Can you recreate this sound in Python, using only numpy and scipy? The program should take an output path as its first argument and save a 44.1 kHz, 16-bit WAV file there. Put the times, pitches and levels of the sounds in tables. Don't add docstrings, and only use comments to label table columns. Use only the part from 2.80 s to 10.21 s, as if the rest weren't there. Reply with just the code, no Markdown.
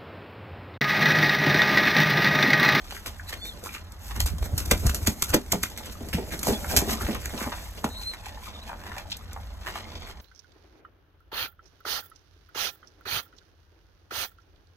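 import sys
import numpy as np
from scipy import signal
from scipy.fft import rfft, irfft, next_fast_len
from scipy.io import wavfile
from scipy.ndimage import map_coordinates

SR = 44100
rng = np.random.default_rng(int(sys.argv[2]) if len(sys.argv) > 2 else 0)


def unload_wav(signal):
    wavfile.write(
        sys.argv[1],
        SR,
        np.round(np.clip(np.atleast_2d(signal).T, -1, 1) * 32767).astype(np.int16),
    )


N = 326781
TIME = np.arange(N) / SR
PADDED = next_fast_len(N)
HZ = np.fft.rfftfreq(PADDED, 1 / SR)


def amp(db):
    return 10 ** (np.asarray(db) / 20)


def unit(x):
    return x / np.sqrt(np.mean(x ** 2) + 1e-20)


def read(points, hz):
    f, value = np.transpose(points)
    return np.interp(np.log(hz + 1), np.log(f + 1), value)


def level(rows, axis):
    rows = np.array(rows)
    return amp(np.interp(TIME, rows[:, 0], rows[:, axis]))


def add(mix, s, sound):
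    part = mix[..., max(round(s * SR), 0):][..., :sound.shape[-1]]
    part += sound[..., :part.shape[-1]]


def colour(x, points):
    size = 4096
    log_gain = np.log(amp(read(points, abs(np.fft.fftfreq(size, 1 / SR)))))
    minimum_phase = np.exp(np.conj(signal.hilbert(log_gain)))
    taps = np.fft.ifft(minimum_phase).real[:size // 2]
    return signal.oaconvolve(x, taps[None] / np.linalg.norm(taps), axes=1)[:, :N]


def band(hz, octaves):
    away = np.arange(-6, 7) / 2
    return np.transpose([hz * 2 ** away, -20 * np.log10(1 + (away / octaves) ** 2)])


def noise():
    return rng.standard_normal((2, N))


def wander(rate_hz):
    lowpass = 1 / (1 + (HZ / rate_hz) ** 4)
    return unit(irfft(rfft(rng.standard_normal(PADDED)) * lowpass, PADDED)[:N])


def grainy(rate_hz, spread_db):
    return unit(noise() * amp(spread_db * np.clip(wander(rate_hz), -2.2, 2.2)))


def bursts(times, dbs, decay_ms, rise_ms):
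    out, ms = np.zeros(N), np.arange(-SR // 12, SR // 5) * 1e3 / SR
    for s, db, fall in zip(times, dbs, decay_ms * np.ones(len(times))):
        shape = np.exp(np.minimum(ms / abs(rise_ms), -ms / abs(fall)))
        add(out, s + ms[0] / 1e3, amp(db) * shape)
    return out


def riffle(per_s, decay_ms):
    count = int(2 * per_s * N / SR)
    gaps, sizes = rng.uniform(.3, 1.7, (2, count))
    starts = np.cumsum(gaps) / per_s - 2 / per_s
    last = np.searchsorted(starts, TIME) - 1
    age_ms = (TIME - starts[last]) * 1e3
    return unit(sizes[last] * np.exp(-age_ms / decay_ms) + .15)


def ripple(hz, decay_ms, per_s, lead_db, octaves):
    t = np.arange(SR // 8) / SR
    hits = (rng.random(len(t)) < per_s / SR) * rng.standard_normal((2, len(t)))
    hits[0, 0] = amp(lead_db)
    dying = hits * np.sqrt(SR / per_s) * np.exp(-t * 1e3 / decay_ms)
    return colour(dying, band(hz, octaves) * [1, 2])


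RUMBLE_DB = -43
# (frequency [Hz], relative level [dB])
RUMBLE_SPECTRUM = [(12, -20), (20, -31.5), (37, 4), (75, 0.5), (94, 3), (108, -25), (182, -15),
                   (268, -26.5), (300, -26), (390, -59), (660, -120)]
# (frequency [Hz], relative level [dB])
AIR_SPECTRUM = [(60, 9.5), (150, 12), (400, 4), (850, 15.5), (2000, 11), (5000, -56), (9000, -23),
                (15000, -58)]


def background(air_db=-56):
    rumble = unit(colour(grainy(rate_hz=3, spread_db=1.5), RUMBLE_SPECTRUM))
    return amp(RUMBLE_DB) * rumble + amp(air_db) * colour(noise(), AIR_SPECTRUM)


# (time [s], relative rustle level [dB])
RUSTLE_LEVELS = [(0.0, -56), (0.62, -57.5), (1.19, -66), (1.42, -71), (1.71, -57), (1.98, -43.5),
                 (2.41, -49.5), (2.5, -58.5), (3.42, -53.5), (3.8, -46), (4.66, -49.5), (4.75, -49.5),
                 (5.76, -63), (6.83, -64), (7.02, -61), (7.41, -69)]
# (frequency [Hz], relative level [dB])
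BRUSH_SPECTRUM = [(300, -48), (1500, 5), (3500, 7), (6500, 10.5), (9000, 6.5), (12500, 9), (16000, 0)]
# (frequency [Hz], relative level [dB])
CRACKLE_SPECTRUM = [(300, -28), (900, 9.5), (2200, 13), (4000, -21), (8000, 9), (15000, -6)]


def feathers(brush_db=2, flutter_db=2.5, stir_db=-35, lift_ms=12, settle_ms=40,
             crackle_db=-5, crackles_per_s=70):
    s, quill, *_ = np.transpose(SLAPS)
    rustle = noise() * amp(flutter_db * wander(rate_hz=44))
    stirred = bursts(s, quill + stir_db, settle_ms, lift_ms)
    restless = level(RUSTLE_LEVELS, axis=1)
    brushing = np.hypot(restless * amp(brush_db), stirred)
    sparse = noise() * (rng.random(N) < crackles_per_s / SR)
    flicks = unit(sparse) * restless * amp(crackle_db)
    return colour(rustle * brushing, BRUSH_SPECTRUM) + colour(flicks, CRACKLE_SPECTRUM)


# (time [s], relative level of scraping grit [dB], of hollow bumping [dB])
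SCUFFLE_LEVELS = [(0.0, -49, -61), (0.66, -53.5, -55), (1.26, -55, -60.5), (2.04, -59, -43.5),
                  (2.37, -105, -49), (2.81, -56, -60), (2.99, -45, -53), (3.32, -52.5, -49),
                  (3.94, -47, -39.5), (4.15, -38, -43), (4.34, -39, -55), (4.41, -50, -54.5),
                  (4.57, -38, -48.5), (4.79, -46.5, -55.5), (5.1, -50, -60), (5.7, -47.5, -57),
                  (5.98, -52, -53), (6.81, -52.5, -63), (7.06, -43.5, -51.5), (7.41, -51, -61)]
# (frequency [Hz], relative level [dB])
GRIT_SPECTRUM = [(200, -14), (500, 12.5), (850, 7), (1400, -6.5), (2200, 0.5), (3500, 5.5), (6000, -1.5),
                 (15000, -44)]
# (frequency [Hz], relative level [dB])
HOLLOW_SPECTRUM = [(40, -3), (120, -1.5), (205, 3.5), (330, -1.5), (450, -5), (650, -1.5), (1000, -13.5),
                   (3000, -32.5)]


def scuffle(grit_db=-3.0, hollow_db=3, tread_db=3, jolt_db=-14, settle_ms=45):
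    s, *_, ringing = np.transpose(KNOCKS)
    tread = amp(tread_db * wander(rate_hz=24.0))
    jolted = bursts(s, ringing + jolt_db, settle_ms, rise_ms=9.4)
    grinding = np.hypot(level(SCUFFLE_LEVELS, axis=1) * amp(grit_db), jolted)
    grit = grainy(rate_hz=1100, spread_db=-2.5) * tread * grinding
    bumps = noise() * tread * level(SCUFFLE_LEVELS, axis=2) * amp(hollow_db)
    catching = riffle(per_s=75, decay_ms=9)
    return colour(grit * catching, GRIT_SPECTRUM) + colour(bumps, HOLLOW_SPECTRUM)


def crumbs(crumb_db=-9.0, kick_db=-8, kick_ms=6, per_s=170, cycles=6):
    out, t = np.zeros((2, N)), np.arange(SR // 20) / SR
    pitches = np.geomspace(850, 4500, 10)
    for hz in pitches:
        landing = rng.exponential(1, N), rng.random(N) < per_s / len(pitches) / SR
        sizes = amp(5 * np.minimum(landing[0], 3)) * landing[1]
        click = np.sin(2 * np.pi * hz * t) * np.exp(-t * hz / cycles) / np.sqrt(hz)
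        place = np.array([[1], [rng.uniform(-1, 1)]])
        out += place * signal.oaconvolve(sizes, click)[:N]
    s, _, scrape, _, ms = np.transpose(STROKES)
    kicked = bursts(s, scrape + kick_db, ms, kick_ms)
    return unit(out) * np.hypot(level(SCUFFLE_LEVELS, axis=1) * amp(crumb_db), kicked)


def fidgets(count=10, over_db=-2, spread_db=3, hz=1500, ms=10):
    when, size, pitch, length = rng.uniform(-1.2, 1, (count, 4)).T
    at = ((when + 1) / 2 * (N - 1)).astype(int)
    offset_db = over_db + spread_db * size
    hiss = 20 * np.log10(level(RUSTLE_LEVELS, axis=1)[at]) + offset_db
    scrape = 20 * np.log10(level(SCUFFLE_LEVELS, axis=1)[at]) + offset_db
    return np.transpose([TIME[at], hiss, scrape, hz * 2 ** (pitch / 2), ms * 2 ** length])


# (time [s], relative hiss level [dB],
# relative scrape level [dB], centre of the scrape [Hz], relative half length [ms])
STROKES = [(0.105, -49, -46, 2830, 36), (0.166, -45.5, -51, 1850, 12), (0.498, -38.5, -44, 2050, 11),
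           (0.537, -56, -36, 1980, 9.4), (0.67, -43, -67, 1810, 22), (0.864, -39, -42.5, 900, 17),
           (0.949, -45.5, -39, 2370, 23.4), (1.272, -43.5, -56, 1790, 37), (1.314, -67, -39.5, 1230, 9.7),
           (1.366, -42.5, -37.5, 1410, 12.4), (1.653, -39.5, -43, 800, 14), (1.8, -36.5, -40, 1440, 21.5),
           (1.86, -31.5, -65, 1980, 3.7), (2.268, -29.5, -36, 2000, 3.4), (2.501, -32.5, -35.5, 980, 11.3),
           (2.541, -35, -21, 2350, 4.2), (3.062, -40.5, -47, 2190, 10), (3.126, -42, -64, 1360, 12),
           (3.534, -39.5, -38, 1680, 16), (3.694, -31, -38, 645, 40), (3.916, -30, -38, 1700, 20),
           (4.113, -30, -37, 1280, 24), (4.219, -35, -35, 915, 8.1), (4.291, -45, -39, 1210, 41),
           (4.457, -50, -34.5, 1590, 5.4), (4.622, -38.5, -44, 1160, 40), (5.225, -45, -42.5, 2800, 11),
           (5.339, -47, -40.5, 1500, 7.7), (5.469, -52, -42.5, 2240, 23), (5.656, -48.5, -46.5, 2300, 32),
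           (5.78, -70, -55, 2980, 32), (5.886, -53, -44.5, 2300, 18), (6.071, -70, -44, 1120, 61),
           (6.184, -62, -41, 1260, 25), (6.316, -66, -40.5, 3740, 9.5), (6.884, -50, -36.5, 1290, 24.5),
           (6.965, -68, -39, 2370, 23), (7.28, -53, -45.5, 1590, 14)]


def strokes(hiss_db=0, scrape_db=0, bump_db=-12, octaves=0.95, swell=0.8, bump_db_per_octave=-6):
    s, hiss, scrape, hz, ms = np.vstack([STROKES, fidgets()]).T
    flicks = riffle(per_s=120, decay_ms=4.5)
    barbs, grains = unit(noise() * np.sqrt(flicks)), noise() * flicks
    bump = scrape + bump_db + bump_db_per_octave * np.log2(hz / np.median(hz))
    high, middle, low = np.zeros((3, 2, N))
    t = np.arange(-SR // 7, SR // 7) / SR
    for k in range(len(s)):
        start = s[k] + t[0]
        sweep = 1 / np.cosh(t * 1e3 / (swell * ms[k]))
        rub = amp(scrape[k]) * sweep * grains[:, (np.arange(len(t)) + round(s[k] * SR)) % N]
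        add(high, start, amp(hiss[k] + hiss_db) * sweep)
        add(middle, start, amp(scrape_db) * colour(rub, band(hz[k], octaves)))
        add(low, start, amp(bump[k]) * sweep)
    return colour(high * barbs, BRUSH_SPECTRUM) + middle + colour(low * noise(), band(375, 0.27))


# (time [s], level [dB], centre [Hz], decay time [ms],
# width [octaves])
SCRATCHES = [(0.109, -30, 2070, 6.8, 2), (0.166, -36, 1880, 8.4, 0.67), (0.3966, -33, 1670, 3.8, 0.39),
             (0.83, -35, 453, 6.4, 0.65), (0.853, -45, 1300, 4.8, 1.1), (0.891, -37, 2330, 6, 0.54),
             (0.869, -40.5, 1240, 3.2, 0.49), (0.946, -53, 1720, 3.4, 0.69),
             (0.963, -35.5, 2050, 6.2, 0.36), (3.845, -34.5, 1110, 11, 1.15), (3.912, -31, 795, 12, 1.2),
             (4.007, -33, 750, 10, 1.4), (4.094, -30.5, 1100, 10, 1.9), (4.131, -33, 1930, 6.9, 0.88),
             (4.211, -29, 834, 12, 0.81), (4.268, -35, 1400, 6.6, 1.7), (4.351, -25.5, 1180, 11.5, 1.1),
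             (4.505, -40, 1100, 7, 1.5), (4.538, -34, 1100, 6.3, 2.1), (4.585, -41, 900, 5.1, 1.5),
             (4.608, -29, 1170, 14, 1.3), (4.627, -33, 1750, 8, 0.63), (4.641, -34, 1000, 5.3, 1.8),
             (4.662, -37, 1500, 8, 0.83), (4.676, -30, 800, 5.4, 0.86), (4.72, -31.5, 1060, 21, 1.4),
             (5.529, -48, 900, 6, 0.68), (5.893, -35, 980, 11, 0.77), (5.917, -36, 950, 7.1, 1),
             (5.931, -29, 920, 8.7, 1.08), (6.068, -40.5, 1500, 10, 1.9), (6.118, -31.5, 1440, 6.3, 0.67),
             (6.169, -31, 725, 8.2, 0.93), (6.184, -41, 2800, 8, 1.1), (6.301, -36, 3980, 6.4, 0.68),
             (6.318, -27.5, 3570, 12, 0.62), (6.52, -43, 1740, 5, 0.63), (6.563, -32, 826, 9, 1.02),
             (6.869, -31.5, 1360, 16, 1.54), (6.957, -30, 970, 12, 1.3)]


def scratches(scratch_db=0, slips_per_s=550, catch_db=-1):
    out = np.zeros((2, N))
    for s, db, hz, ms, octaves in SCRATCHES:
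        add(out, s, amp(db + scratch_db) * ripple(hz, ms, slips_per_s, catch_db, octaves))
    return out


# (time [s], relative level of tap and ring [dB],
# relative level of the bright edge [dB], ring [Hz])
TICKS = [(0.122, -24.5, -48, 786), (0.528, -20.5, -38, 1800), (0.653, -30.5, -47, 2320),
         (0.735, -58, -51, 1870), (0.837, -54.5, -35, 1680), (1.119, -52, -40.5, 918),
         (1.359, -33, -35, 1240), (1.582, -30.5, -39.5, 1050), (2.898, -49, -38, 770),
         (3.59, -44, -28, 1210), (4.346, -28, -32.5, 1150), (5.088, -31, -42, 880),
         (6.18, -24, -37.5, 2390), (6.367, -45, -36.5, 830), (6.53, -37, -40, 805)]


def ticks(tap_db=-11, edge_db=2, ring_db=-4, tap_ms=6, edge_ms=4, ring_ms=3):
    s, tap, edge, _ = np.transpose(TICKS)
    taps = grainy(rate_hz=380, spread_db=2.0) * bursts(s + 0.00075, tap + tap_db, tap_ms, rise_ms=0.19)
    edge_bursts = bursts(s + 0.00167, edge + edge_db, edge_ms, rise_ms=0.19)
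    edges = grainy(rate_hz=3500, spread_db=-6.0) * edge_bursts
    out, t = colour(taps, GRIT_SPECTRUM) + colour(edges, CRACK_SPECTRUM), np.arange(SR // 25) / SR
    for s, db, _, hz in TICKS:
        ring = np.sin(2 * np.pi * hz * t) * np.exp(-t * 1e3 / ring_ms)
        add(out[0], s + 0.00085, amp(db + ring_db) * ring)
    return out


# (time [s],
# relative quill crack level [dB], relative smack level of the vane [dB], relative decay time [ms],
# pitch of the clap [Hz], level of the feathers sliding off [dB])
SLAPS = [(0.2593, -23.5, -28, 11, 2100, -39), (1.4023, -9, -19.5, 2.6, 3700, -31),
         (1.459, -19, -28.5, 14, 750, -31.5), (1.626, -44, -25.5, 1.4, 660, -66),
         (1.778, -13, -34, 10.6, 690, -37), (1.9107, -4, -14, 4.4, 1780, -54),
         (1.9174, -23, -40, 1.3, 3800, -57), (2.065, -11, -26.5, 4.5, 750, -35),
         (2.0937, -19, -24.5, 3.6, 1370, -46), (2.145, -14, -33.5, 10.4, 2100, -39),
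         (2.2700, -7.5, -24, 3.2, 1880, -38), (2.2720, -8, -22, 2.8, 1890, -33),
         (2.4220, -6.5, -22.5, 3, 1880, -39), (2.4249, -9, -30, 1.6, 1900, -35),
         (2.5419, -4.5, -15, 3.9, 880, -34), (2.7184, -9.5, -25, 3.1, 2090, -46),
         (2.7218, -5.5, -23, 3.2, 2370, -42), (2.831, -10.5, -57, 1.8, 3000, -42),
         (2.835, -10, -16, 1.1, 2030, -44), (2.9749, -19.5, -33.5, 4.1, 2010, -44),
         (3.286, -27, -42.5, 7.6, 2180, -59), (3.329, -29.5, -26, 19, 1810, -43),
         (3.63, -15.5, -32, 6.4, 1670, -42), (3.669, -15.5, -39, 11, 800, -39),
         (3.9639, 0, -18.5, 5, 2000, -29), (3.9702, -4.5, -19, 5.3, 2600, -24.5),
         (4.130, -15, -42, 4.4, 2400, -48), (4.456, -17, -46, 3, 1700, -49),
         (5.042, -16, -29.5, 2.6, 1200, -41.5)]
# (frequency [Hz], relative level [dB])
CRACK_SPECTRUM = [(300, 3), (1500, -28), (3500, 4.5), (6500, 10.5), (10000, 6.5), (13000, 8), (16000, -10)]
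# (frequency [Hz], relative level [dB])
SMACK_SPECTRUM = [(100, 7.5), (400, 0.5), (900, -2), (2000, 0), (3500, 0.5), (8000, -9)]


def slaps(crack_db=-9, snap_db=2.5, smack_db=-3, clap_db=-2, swish_ms=22, rush_db=-14, rush_ms=4):
    s, quill, vane, ms, _, sliding = np.transpose(SLAPS)
    strike = bursts(s + .001, quill + crack_db, ms, rise_ms=.3)
    crack = grainy(rate_hz=1200, spread_db=4) * strike
    crack[0, np.round((s + .001) * SR).astype(int)] += amp(quill + snap_db)
    slide = bursts(s + .005, sliding, swish_ms, rise_ms=1.2)
    swish = slide * grainy(rate_hz=250, spread_db=5)
    rush = bursts(s, vane + rush_db, 12.0, rush_ms)
    smack = bursts(s + 0.0037, vane + smack_db, 1.62 * ms, rise_ms=0.95) + rush
    crumple = grainy(rate_hz=400, spread_db=4.5)
    out = colour(crack + swish, CRACK_SPECTRUM) + colour(crumple * smack, SMACK_SPECTRUM)
    for at, _, db, fall, hz, _ in SLAPS:
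        clap = ripple(hz, fall * 0.42, per_s=650, lead_db=0.0, octaves=0.92)
        add(out, at + 0.00116, amp(db + clap_db) * clap)
    return out


# (time [s], relative push level [dB], first pitch of the blow [Hz],
# last pitch [Hz], decay time [ms], relative ringing level [dB])
KNOCKS = [(0.261, -41, 945, 284, 6, -47), (1.375, -39, 560, 169, 10, -43), (1.534, -29, 496, 152, 17, -71),
          (1.73, -29, 543, 161, 15, -50), (1.865, -37, 530, 159, 12, -69), (1.9154, -13, 927, 170, 5, -41),
          (1.919, -14, 796, 230, 4, -39), (2.034, -27, 570, 171, 11, -42),
          (2.054, -26, 500, 150, 11, -39.5), (2.2777, -17, 597, 198, 8, -34.5),
          (2.543, -10, 950, 261, 9.6, -23.5), (2.7305, -16, 1460, 472, 4.9, -36.5),
          (2.74, -22, 450, 180.5, 20, -31.5), (3.21, -34.5, 744, 225, 13, -44),
          (3.345, -19.5, 560, 169, 19, -53), (3.384, -25, 890, 383, 12, -35),
          (3.669, -18.5, 1310, 450, 5.2, -40), (3.684, -19, 1180, 420, 7.3, -27),
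          (3.709, -20, 716, 217, 9.4, -34), (3.726, -24, 690, 204, 12, -39),
          (3.938, -31, 915, 273, 6, -28.5), (3.973, -24, 850, 260, 10, -49),
          (4.021, -41, 1000, 306, 6, -32.5), (4.076, -31, 705, 384, 9.9, -37),
          (4.124, -25, 600, 217, 13, -42), (4.158, -29, 500, 208, 11, -51), (4.232, -32, 500, 199, 12, -47),
          (4.287, -19, 1100, 212, 13.4, -34), (4.329, -31, 500, 218, 5.9, -41),
          (4.350, -33, 2170, 840, 2, -42), (4.539, -35, 806, 270, 7.4, -37.5),
          (4.614, -27.5, 800, 190, 7.6, -40.5), (4.67, -32, 900, 214, 11, -38),
          (5.043, -13, 1390, 445, 2.6, -37), (5.0456, -20.5, 746, 149, 6, -43)]
# (nominal frequency [Hz], relative level [dB], t60 [s])
CRATE_MODES = [(170, -7, .12), (210, -4, .13), (250, 5, .2), (401, 1, .18), (480, -6, .09), (600, -6, .1),
               (675, -5, .11), (868, -3, .11), (1290, -11, .08), (1630, -14, .1), (1915, -10, .12),
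               (2345, -11, .11)]


def knocks(push_db=3.5, ring_db=-2, rattle_db=4, rattle_ms=16, sag_ms=2.164, rise_share=0.21):
    out, t = np.zeros((2, N)), np.arange(SR // 4) / SR
    for s, db, first_hz, last_hz, ms, ringing in KNOCKS:
        hz = last_hz + (first_hz - last_hz) * np.exp(-t * 1e3 / sag_ms)
        age = t * 1e3 / ms
        push = np.sin(2 * np.pi * np.cumsum(hz) / SR) * (1 - np.exp(-age / rise_share)) * np.exp(-age)
        add(out[0], s, amp(db + push_db) * push)
        phases = rng.uniform(0, 2 * np.pi, (len(CRATE_MODES), 2, 1))
        detunes = rng.uniform(.98, 1.02, len(CRATE_MODES))
        ring = np.zeros((2, len(t)))
        for (f, d, t60), detune, phase in zip(CRATE_MODES, detunes, phases):
            ring += amp(d - 60 * t / t60) * np.sin(2 * np.pi * f * detune * t + phase)
        add(out, s, amp(ringing + ring_db) * ring * (1 - np.exp(-t / 0.00018)))
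    s, *_, ringing = np.transpose(KNOCKS)
    rattle = noise() * bursts(s + 0.00082, ringing + rattle_db, rattle_ms, rise_ms=7.9)
    return out + colour(rattle, HOLLOW_SPECTRUM)


SQUAB_LAG_MS = .175
# (relative level of the octave [dB],
# course as rows of (time [s], pitch [Hz], level [dB], hoarseness [0-1]))
PEEPS = [(-25, [(.468, 4300, -54, .2), (.487, 4500, -48, .1), (.515, 4340, -56, .8)]),
         (-20, [(.465, 4080, -52, .3), (.477, 3930, -47, .3), (.494, 4030, -37, 0.1),
         (.51, 4000, -56, .9)]), (-11, [(.57, 4280, -55, .2), (.595, 4320, -49, 0.2), (.627, 4420, -48, .3),
         (.652, 4320, -45, 0.6), (.70, 4150, -47, .8), (.745, 4150, -60, 0.9)]),
         (-18, [(.61, 3420, -48, .3), (.625, 3500, -36, .3), (.643, 3500, -35, .1), (.653, 3510, -41, .4),
         (.665, 3650, -37, .25), (.686, 3680, -37, .3), (.697, 3570, -36, .8), (.735, 3350, -52, 1)]),
         (-20, [(3.73, 3400, -44, .5), (3.762, 3450, -33.5, 0), (3.787, 3370, -54, .6)]),
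         (-8, [(5.095, 4150, -50, .1), (5.12, 4090, -48, 0.2), (5.16, 4150, -48, 0), (5.18, 4200, -40, .5),
         (5.215, 4140, -44, 1), (5.245, 4120, -47, 1)]), (-15, [(5.09, 3830, -52, .1),
         (5.125, 3830, -46, .1), (5.145, 3900, -46, .1), (5.17, 3900, -38, .3), (5.186, 4000, -44, 0.54),
         (5.23, 4110, -38, 0.7), (5.253, 4070, -39, 0.3), (5.275, 4130, -28, 0.1),
         (5.305, 4150, -30.5, .05), (5.33, 3960, -41, 0.9), (5.365, 4050, -52, 1)]),
         (-28, [(5.735, 3660, -53, .5), (5.752, 3680, -44, .7), (5.795, 3520, -47, 1)]),
         (-17, [(5.81, 3930, -52, .6), (5.828, 3950, -45, .8), (5.85, 4080, -56, .8)])]


def peeps(peep_db=0):
    out, lag = np.zeros((2, N)), np.array([[SQUAB_LAG_MS / 1e3], [0]])
    shake, husk = .018 * wander(rate_hz=220), .6 * wander(rate_hz=160)
    for octave_db, course in PEEPS:
        s, *controls = np.transpose(course)
        at = np.flatnonzero((TIME > s[0]) & (TIME < s[-1]))
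        hz, db, hoarse = (np.interp(TIME[at], s, c) for c in controls)
        phase = 2 * np.pi * (np.cumsum(hz * (1 + hoarse * shake[at])) / SR - hz * lag)
        whistle = np.sin(phase) + amp(octave_db) * np.sin(2 * phase)
        tone = whistle * signal.windows.tukey(len(at), .1)
        out[:, at] += amp(db + peep_db) * (1 + hoarse * husk[at]) * tone
    return out


# (time [s], relative level [dB], swing [Hz])
PUFFS = [(1.381, -28.5, 104), (1.426, -22, 84.5), (1.451, -15.5, 55.5), (1.568, -34, 65),
         (1.628, -19.5, 49), (1.74, -15, 85), (1.786, -23, 60), (1.939, -15, 52), (2.059, -12, 93),
         (2.078, -15, 49.7), (2.106, -18, 56.4), (2.232, -19.5, 76), (2.288, -17, 91), (2.509, -19.5, 77),
         (3.349, -24, 80), (3.711, -19, 69), (3.978, -16, 73.4)]
# (time [s], level [dB])
DRAUGHT_LEVELS = [(1.15, -70), (1.28, -37), (1.37, -29), (2.1, -32), (2.7, -56), (3.25, -43), (3.72, -37.5),
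                  (4.33, -33), (4.7, -47), (5.0, -77)]


def puffs(puff_db=-1, cycles=0.71, draught_db=0, draught_hz=62, octaves=0.69, gust_db=2.5):
    out, t = np.zeros((2, N)), np.arange(-SR // 20, SR // 20) / SR
    for s, db, hz in PUFFS:
        swing = np.cos(2 * np.pi * (hz * t + rng.random())) * np.exp(-(t * hz / cycles) ** 2)
        add(out[0], s + t[0], amp(db + puff_db) * swing)
    hump, gusts = band(draught_hz, octaves), amp(gust_db * wander(rate_hz=31))
    draught = unit(colour(colour(noise(), hump), hump) * gusts)
    return out + draught * level(DRAUGHT_LEVELS, axis=1) * amp(draught_db)


def glance(x):
    echo, delay_ms = .3, .9 + .3 * wander(rate_hz=2)
    late = (TIME - delay_ms / 1e3) * SR
    echoed = np.array([map_coordinates(c, [late], order=3) for c in x])
    return (x + echo * echoed) / np.hypot(1, echo)


# (frequency [Hz], t60 [s])
LOFT_DECAY = [(150, 0.12), (600, 0.11), (3000, 0.12), (8000, 0.076), (15000, 0.083)]
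# (delay [ms], level against the tail [dB])
ECHOES = [(9.5, -15.5), (13.2, -31), (21.5, -12), (34, -8)]


def loft(x, first_s=0.0075):
    size = SR // 2
    sparse = rng.standard_normal((2, size)) * (rng.random((2, size)) < .08)
    taps = sparse * (TIME[:size] > first_s)
    hz, t, z = signal.stft(taps, SR, nperseg=256)
    decay = amp(-60 * t / read(LOFT_DECAY, hz)[:, None])
    tail = signal.istft(z * decay, SR, nperseg=256)[1]
    tail = tail / np.linalg.norm(tail[0])
    dull = np.hanning(9) / np.hanning(9).sum()
    for ms, db in ECHOES:
        add(tail[0], ms / 1e3, amp(db) * dull)
    return signal.oaconvolve(x[:1], tail, axes=1)[:, :N]


# (frequency [Hz], phase by which left leads [radians], likeness of ports [0-1])
PORTS = [(60, 0, .87), (300, -.3, .8), (950, -.95, .75), (1900, 0, .35), (2600, -2, .6), (4200, -3.9, .66),
         (5500, -2.3, .65), (6400, -.15, .92), (7500, .1, .92), (9600, 3.1, .98), (11000, 4.7, .75),
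         (11900, 6.2, .96), (13000, 6.3, .9), (14200, 9.2, .88)]


def scene(room_db=-12):
    near = slaps() + ticks() + strokes() + scratches() + feathers() + scuffle() + crumbs()
    birds = glance(near) + knocks()
    everything = birds + amp(room_db) * loft(birds) + puffs() + background()
    shared, apart = rfft(everything, PADDED)
    f, lead, likeness = np.transpose(PORTS)
    turn = np.exp(1j * np.interp(HZ, f, lead) / 2)
    alike = np.interp(HZ, f, likeness)
    shared, apart = shared * np.sqrt((1 + alike) / 2), apart * np.sqrt((1 - alike) / 2)
    left = (shared + apart) * turn * amp(-.5)
    right = (shared - apart) / turn
    return irfft(np.array([left, right]), PADDED)[:, :N] + peeps()


EDGE_HZ = 15900


def record(dry):
    limited = np.clip(dry, -.88, .88)
    lowpass = signal.firwin(255, EDGE_HZ, window=("kaiser", 8), fs=SR)
    return signal.oaconvolve(limited, lowpass[None], "same")


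dry = scene()
out = record(dry)
unload_wav(out)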